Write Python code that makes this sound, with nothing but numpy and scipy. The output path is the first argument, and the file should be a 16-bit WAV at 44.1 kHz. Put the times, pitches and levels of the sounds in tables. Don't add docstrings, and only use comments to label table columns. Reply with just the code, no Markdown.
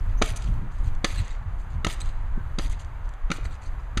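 import sys
import numpy as np
from scipy import signal
from scipy.fft import rfft, irfft
from scipy.io import wavfile
from scipy.ndimage import uniform_filter1d

SR = 44100
rng = np.random.default_rng(int(sys.argv[2]) if len(sys.argv) > 2 else 0)


def output_pcm(signal):
    pcm = np.clip(np.atleast_2d(signal).T, -1, 1) * 32767
    wavfile.write(sys.argv[1], SR, np.round(pcm).astype(np.int16))


N = 176400

# frequency in Hz, relative level in dB.
TRAFFIC_SPECTRUM = [(150, -24.5), (250, -11), (370, -10), (600, -6.5), (950, -1), (1300, -4.5),
                    (1730, -7.5), (2650, -18.5), (4500, -30.5), (6500, -30), (9000, -41), (12500, -40.5),
                    (14900, -54)]
# start in seconds, length in seconds, level in dB, pitch in Hz, arch as a share of pitch.
BIRD_CALL = (2.335, .1, -49, 1440, .08)
# frequency in Hz, relative level in dB.
WIND_SPECTRUM = [(8.8, -31), (15, 13.5), (34, 3), (86, -9.5), (107, -13), (123, -19), (145, -23.5),
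                 (178, -34.5), (400, -49), (520, -71), (880, -120)]
# time in seconds, level in dB.
WIND_LEVELS = [(0, -25), (.55, -20.5), (.95, -29), (1.7, -23), (2.2, -26.5), (2.8, -29), (3.4, -28.5),
               (4, -26.5)]
# centre in seconds, half length in seconds, level in dB, upper frequency in Hz.
GUSTS = [(0.33, 0.03, -28.5, 111), (0.501, 0.046, -29, 142), (0.624, 0.056, -36, 220),
         (1.208, 0.032, -22.5, 99.6), (1.46, 0.066, -30.5, 109), (1.778, 0.034, -27, 129),
         (1.879, 0.0082, -26, 126), (2.38, 0.014, -31.5, 257), (2.66, 0.011, -41.5, 300),
         (3.262, 0.042, -21.5, 36.4), (3.389, 0.0033, -39, 305)]
# frequency in Hz, time to fall 60 dB in seconds.
ECHO_DECAY = [(200, 0.56), (1500, 0.89), (4000, 0.63), (8000, 0.46), (13000, 0.27)]

# start in seconds, length in seconds, level in dB, tilt in dB per octave.
CRUNCHES = [(.232, 0.091, -39.5, 0), (1.062, 0.082, -45, 0.5), (1.14, 0.089, -45, -1.5),
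            (1.878, 0.075, -41, 1.3), (2.598, 0.087, -46.5, 0), (3.325, 0.057, -50.5, 2),
            (3.381, .013, -45, -10), (3.451, 0.0081, -40.5, -5)]
# frequency in Hz, relative level in dB.
GRIT_SPECTRUM = [(290, -14), (500, -8), (1090, -11), (1300, -5), (2000, 0.5), (3500, -2), (4700, -3),
                 (6300, -4), (9500, -10.5), (12000, -19), (14900, -31)]
# start and length in seconds, level in dB, tilt in dB per octave.
RUBS = [(.09, .06, -57, -12), (.321, .008, -55, 17), (.359, 0.022, -41.5, 3.5), (.375, 0.14, -54, -7),
        (.705, 0.14, -64.5, -4), (.832, 0.073, -57, -4.5), (1.21, 0.17, -52, -10.5), (1.58, 0.073, -65, -1),
        (1.695, 0.071, -63, -5.5), (1.95, 0.13, -67, -5), (2.002, 0.02, -41, -3), (2.03, 0.096, -57, -6.5),
        (2.708, 0.048, -48.5, -10), (2.79, 0.047, -52.5, -4), (3.04, 0.025, -63, -7),
        (3.441, 0.029, -55.5, -1), (3.505, 0.067, -55, -7), (3.612, 0.083, -56.5, -5),
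        (3.79, .08, -69.5, -7)]
# frequency in Hz, relative level in dB.
BINDING_SPECTRUM = [(800, -26), (2000, -4), (3800, -1.5), (5000, -0.5), (6500, 3), (8500, -1.5),
                    (11000, -11.5), (15000, -35)]
# start in seconds, level in dB.
BUCKLE_TICKS = [(.423, -38.5), (.443, -41.5), (.540, -51.5), (0.786, -51), (.95, -47), (1.28, -42),
                (2.058, -42.5), (2.09, -43), (2.679, -47), (2.806, -50), (2.847, -46.5), (3.091, -45.5),
                (3.138, -49)]
# start and length in seconds, level in dB, first and last slips per second.
STUTTERS = [(1.134, .034, -52, 190, 120), (1.248, .032, -60, 190, 90), (2.698, 0.034, -49.5, 165, 480)]
# start and length in seconds, level in dB,
# first and last pitch in Hz, waver as a share of pitch.
CREAKS = [(0.174, 0.039, -53.5, 6200, 6100, .055), (1.173, 0.04, -46, 4100, 3870, 0.039),
          (1.304, .02, -55, 3760, 3610, .05), (2.0145, 0.0077, -37, 3830, 4270, .005),
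          (2.022, 0.02, -60, 4300, 4120, .008), (3.457, 0.02, -58, 3890, 4030, .019)]
CREAK_HARMONICS = [4, 2, -13]

# frequency in Hz, relative level in dB, seconds to fall 60 dB.
SPRING_MODES = [(322.5, 1.5, 0.049), (440, -1, 0.032), (560, -1, 0.037), (684, -2, 0.026),
                (810, -6.5, 0.038), (1055, -3.5, 0.039)]
# frequency in Hz, relative level in dB, seconds to fall 60 dB.
FRAME_MODES = [(1243, 4, 0.011), (1795, -9.5, 0.091), (2124, -1, 0.019), (2812, -13, 0.076),
               (3694, 7.5, 0.015), (3650, -17, 0.061), (6170, -22, 0.054)]
# frequency in Hz, relative level in dB.
CLACK_SPECTRUM = [(200, 9), (500, -23.5), (950, -8.5), (1300, 9), (1600, -1.5), (2100, 1), (3000, -5.5),
                  (3800, -7.5), (4900, -9), (6300, -10), (7500, -22.5), (9600, -27), (12000, -44.5),
                  (14900, -57)]
# time in seconds, thump level in dB, thump pitch in Hz, knock level in dB,
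# knock tilt in dB per octave, clack level in dB, clack tilt in dB per octave,
# clack decay constant in seconds, frame ring level in dB.
LANDINGS = [(0.2164, -21, 210, -26, 3.5, -28, 3, 0.0038, -31),
            (0.221, -24, 204, -21.5, 3.5, -14.5, 3.5, 0.0043, -25),
            (1.0443, -20, 162, -21.5, 1, -16, 5, 0.0051, -19),
            (1.8464, -23, 152, -29, -1.5, -18, 6.5, 0.0027, -23),
            (1.867, -18.5, 164, -26, 1, -23, 5, 0.0043, -31),
            (2.586, -20.5, 186, -31, -10.5, -26, 7.5, 0.0032, -28.5),
            (2.594, -30.5, 190, -36.5, 2.5, -32, 1.5, 0.0053, -39),
            (3.303, -20.5, 194, -36.5, 3, -23, -1, 0.0033, -41),
            (3.315, -21.5, 201, -29.5, -2, -19.5, 3, 0.0046, -25.5),
            (3.973, -19, 210, -29.5, -9, -22.5, 3.5, 0.0063, -28.5)]


def amp(db):
    return 10 ** (np.asarray(db) / 20)


def unit(x):
    return x / np.sqrt(np.mean(x ** 2) + 1e-20)


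def read(points, hz):
    table_hz, value = np.transpose(points)
    return np.interp(np.log(hz + 1), np.log(table_hz + 1), value)


def add(mix, start, sound):
    part = mix[max(round(start * SR), 0):][:len(sound)]
    part += sound[:len(part)]


def colour(x, spectrum, tilt_db=0):
    hz = np.fft.rfftfreq(8192, 1 / SR)
    gain = unit(amp(read(spectrum, hz) + tilt_db * np.log2(np.maximum(hz, 500) / 500)))
    log_gain = np.log(np.maximum(np.r_[gain, gain[-2:0:-1]], 1e-5))
    response = np.exp(np.conj(signal.hilbert(log_gain)))
    taps = np.fft.ifft(response).real[:4096] * np.hanning(8192)[4096:]
    return signal.fftconvolve(x, taps)[:len(x)]


def drift(rate_hz):
    hz = np.fft.rfftfreq(N, 1 / SR)
    return unit(irfft(rfft(rng.standard_normal(N)) / (1 + (hz / rate_hz) ** 4), N))


def traffic():
    level_db = -49.5 + .5 * drift(rate_hz=36)
    return amp(level_db) * unit(colour(rng.standard_normal(N), TRAFFIC_SPECTRUM))


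def bird():
    start, length, db, pitch_hz, arch = BIRD_CALL
    out = np.zeros(N)
    swell = np.sin(np.pi * np.arange(0, length, 1 / SR) / length)
    hz = pitch_hz * (1 + arch * swell + 0.017 * drift(rate_hz=200)[:len(swell)])
    add(out, start, amp(db) * swell * np.sin(2 * np.pi * np.cumsum(hz) / SR))
    return out


def wind():
    t = np.arange(N) / SR
    rumble = unit(colour(rng.standard_normal(N), WIND_SPECTRUM) * amp(4.4 * drift(rate_hz=3.7)))
    out = rumble * amp(np.interp(t, *np.transpose(WIND_LEVELS)))
    for centre, half_length, db, top_hz in GUSTS:
        swell = np.exp(-((t - centre) / half_length) ** 2)
        eddies = drift(top_hz)
        gust = swell * (eddies - uniform_filter1d(eddies, int(2 * SR / top_hz)))
        out += amp(db) * gust * np.linalg.norm(swell) / np.linalg.norm(gust)
    return out


def street_echo(x, level_db=-15.5, echoes_per_s=2500, onset_s=0.012):
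    onset = np.minimum(np.arange(SR) / SR / onset_s, 1)
    reflections = rng.standard_normal(SR) * (rng.random(SR) < echoes_per_s / SR) * onset
    hz, t, bands = signal.stft(reflections, SR, nperseg=256)
    tail = signal.istft(bands * amp(-60 * t / read(ECHO_DECAY, hz)[:, None]), SR)[1]
    return amp(level_db) * signal.fftconvolve(x, tail / np.linalg.norm(tail))[:N]


def friction(strokes, spectrum, slips_per_s, spread_db, rise, fall):
    out, t = np.zeros(N), np.arange(SR // 4) / SR
    for start, length, db, tilt_db in strokes:
        pressure = np.clip(np.minimum(t / length / rise, (1 - t / length) / fall), 0, 1)
        size = amp(spread_db * np.minimum(rng.exponential(1, len(t)), 4))
        slips = unit(size * rng.choice([-1, 1], len(t)) * (rng.random(len(t)) < slips_per_s / SR))
        add(out, start, amp(db) * colour(pressure * slips, spectrum, tilt_db))
    return out


def moving_contact(scrapes, depth_db):
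    bands = signal.stft(scrapes, nperseg=256)[2]
    patches = uniform_filter1d(rng.standard_normal(bands.shape), size=3, axis=0)
    patches = unit(uniform_filter1d(patches, size=5, axis=1))
    return signal.istft(bands * amp(depth_db * patches))[1][:N]


def buckles(decay_s=0.0025):
    out, t = np.zeros(N), np.arange(SR // 20) / SR
    for start, db in BUCKLE_TICKS:
        burst = rng.standard_normal(len(t)) * np.exp(-t / decay_s)
        add(out, start, amp(db) * colour(burst, BINDING_SPECTRUM, tilt_db=-4.0))
    return out


def stutters(decay_s=0.0013, scatter_db=3):
    out, t = np.zeros(N), np.arange(SR // 10) / SR
    for start, length, db, first_rate, last_rate in STUTTERS:
        rate = np.interp(t, [0, length], [first_rate, last_rate])
        cycles = np.cumsum(rate) / SR
        size = amp(scatter_db * rng.standard_normal(len(t)))[cycles.astype(int)]
        envelope = size * np.exp(-(cycles % 1) / rate / decay_s) * (t < length)
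        envelope /= np.sqrt(np.mean(envelope[t < length] ** 2))
        slips = envelope * rng.choice([-1, 1], len(t))
        add(out, start, amp(db) * colour(slips, BINDING_SPECTRUM, tilt_db=2))
    return out


def creaks(cutoff_hz=10300):
    out = np.zeros(N)
    for start, length, db, first_hz, last_hz, waver in CREAKS:
        progress = np.arange(0, length, 1 / SR) / length
        glide_hz = first_hz + (last_hz - first_hz) * progress
        hz = glide_hz * (1 + waver * drift(rate_hz=740)[:len(progress)])
        phase = 2 * np.pi * np.cumsum(hz) / SR
        tone = sum(amp(level) * np.sin(k * phase) / (1 + (k * hz / cutoff_hz) ** 8)
                   for k, level in enumerate(CREAK_HARMONICS, 1))
        add(out, start, amp(db) * np.sin(np.pi * progress ** 0.61) * tone)
    return out


def ring(modes, t, tilt_db=0):
    out = np.zeros(len(t))
    for hz, db, t60 in modes:
        envelope = amp(db + tilt_db * np.log2(hz / modes[0][0]) - 60 * t / t60)
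        tuned_hz = hz * (1 + 0.028 * rng.standard_normal())
        out += envelope * np.sin(2 * np.pi * (tuned_hz * t + rng.random()))
    return out


def landings():
    thump_lead_s, thump_peak_s = 0.0031, 0.0034
    knock_lead_s, knock_rise_s = 0.001, 0.00092
    clack_rise_s, clack_hold_s = 0.0015, 0.0017
    out, t = np.zeros(N), np.arange(SR // 8) / SR
    thump_envelope = (t / thump_peak_s * np.exp(1 - t / thump_peak_s)) ** 2
    knock_attack = np.minimum(t / knock_rise_s, 1)
    frame_attack = np.minimum(t / clack_rise_s, 1)
    for at, thump_db, thump_hz, knock_db, knock_tilt, clack_db, clack_tilt, decay_s, ring_db in LANDINGS:
        add(out, at - thump_lead_s, amp(thump_db) * thump_envelope * np.sin(2 * np.pi * thump_hz * t))
        add(out, at - knock_lead_s, amp(knock_db) * knock_attack * ring(SPRING_MODES, t, knock_tilt))
        chatter = frame_attack * np.exp(-np.maximum(t - clack_hold_s, 0) / decay_s)
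        clack = colour(chatter * rng.choice([-1, 1], len(t)), CLACK_SPECTRUM, clack_tilt)
        add(out, at, amp(clack_db) * clack + amp(ring_db) * frame_attack * ring(FRAME_MODES, t))
    return out


def scene():
    grit = friction(CRUNCHES, GRIT_SPECTRUM, slips_per_s=4000, spread_db=4.2, rise=0.11, fall=0.23)
    rubs = friction(RUBS, BINDING_SPECTRUM, slips_per_s=2500, spread_db=3.8, rise=0.11, fall=0.29)
    direct = landings() + buckles() + stutters() + creaks() + bird()
    direct += moving_contact(grit + rubs, depth_db=3.5)
    centre = direct + street_echo(direct) + wind() + traffic()
    return centre + amp(-33) * np.outer([1, -1], wind())


def record(dry):
    hiss_db, notch_hz, half_width_hz, cutoff_hz = -85, 5416, 317, 15100
    noisy = dry + amp(hiss_db) * rng.standard_normal((2, N))
    offset_squared = ((np.fft.rfftfreq(N, 1 / SR) - notch_hz) / half_width_hz) ** 2
    notched = irfft(rfft(noisy) * (offset_squared + 0.052) / (offset_squared + 1), N)
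    lowpass = signal.firwin(511, cutoff_hz, window=("kaiser", 9), fs=SR)
    return signal.oaconvolve(notched, lowpass[None], "same")


dry = scene()
out = record(dry)
output_pcm(out)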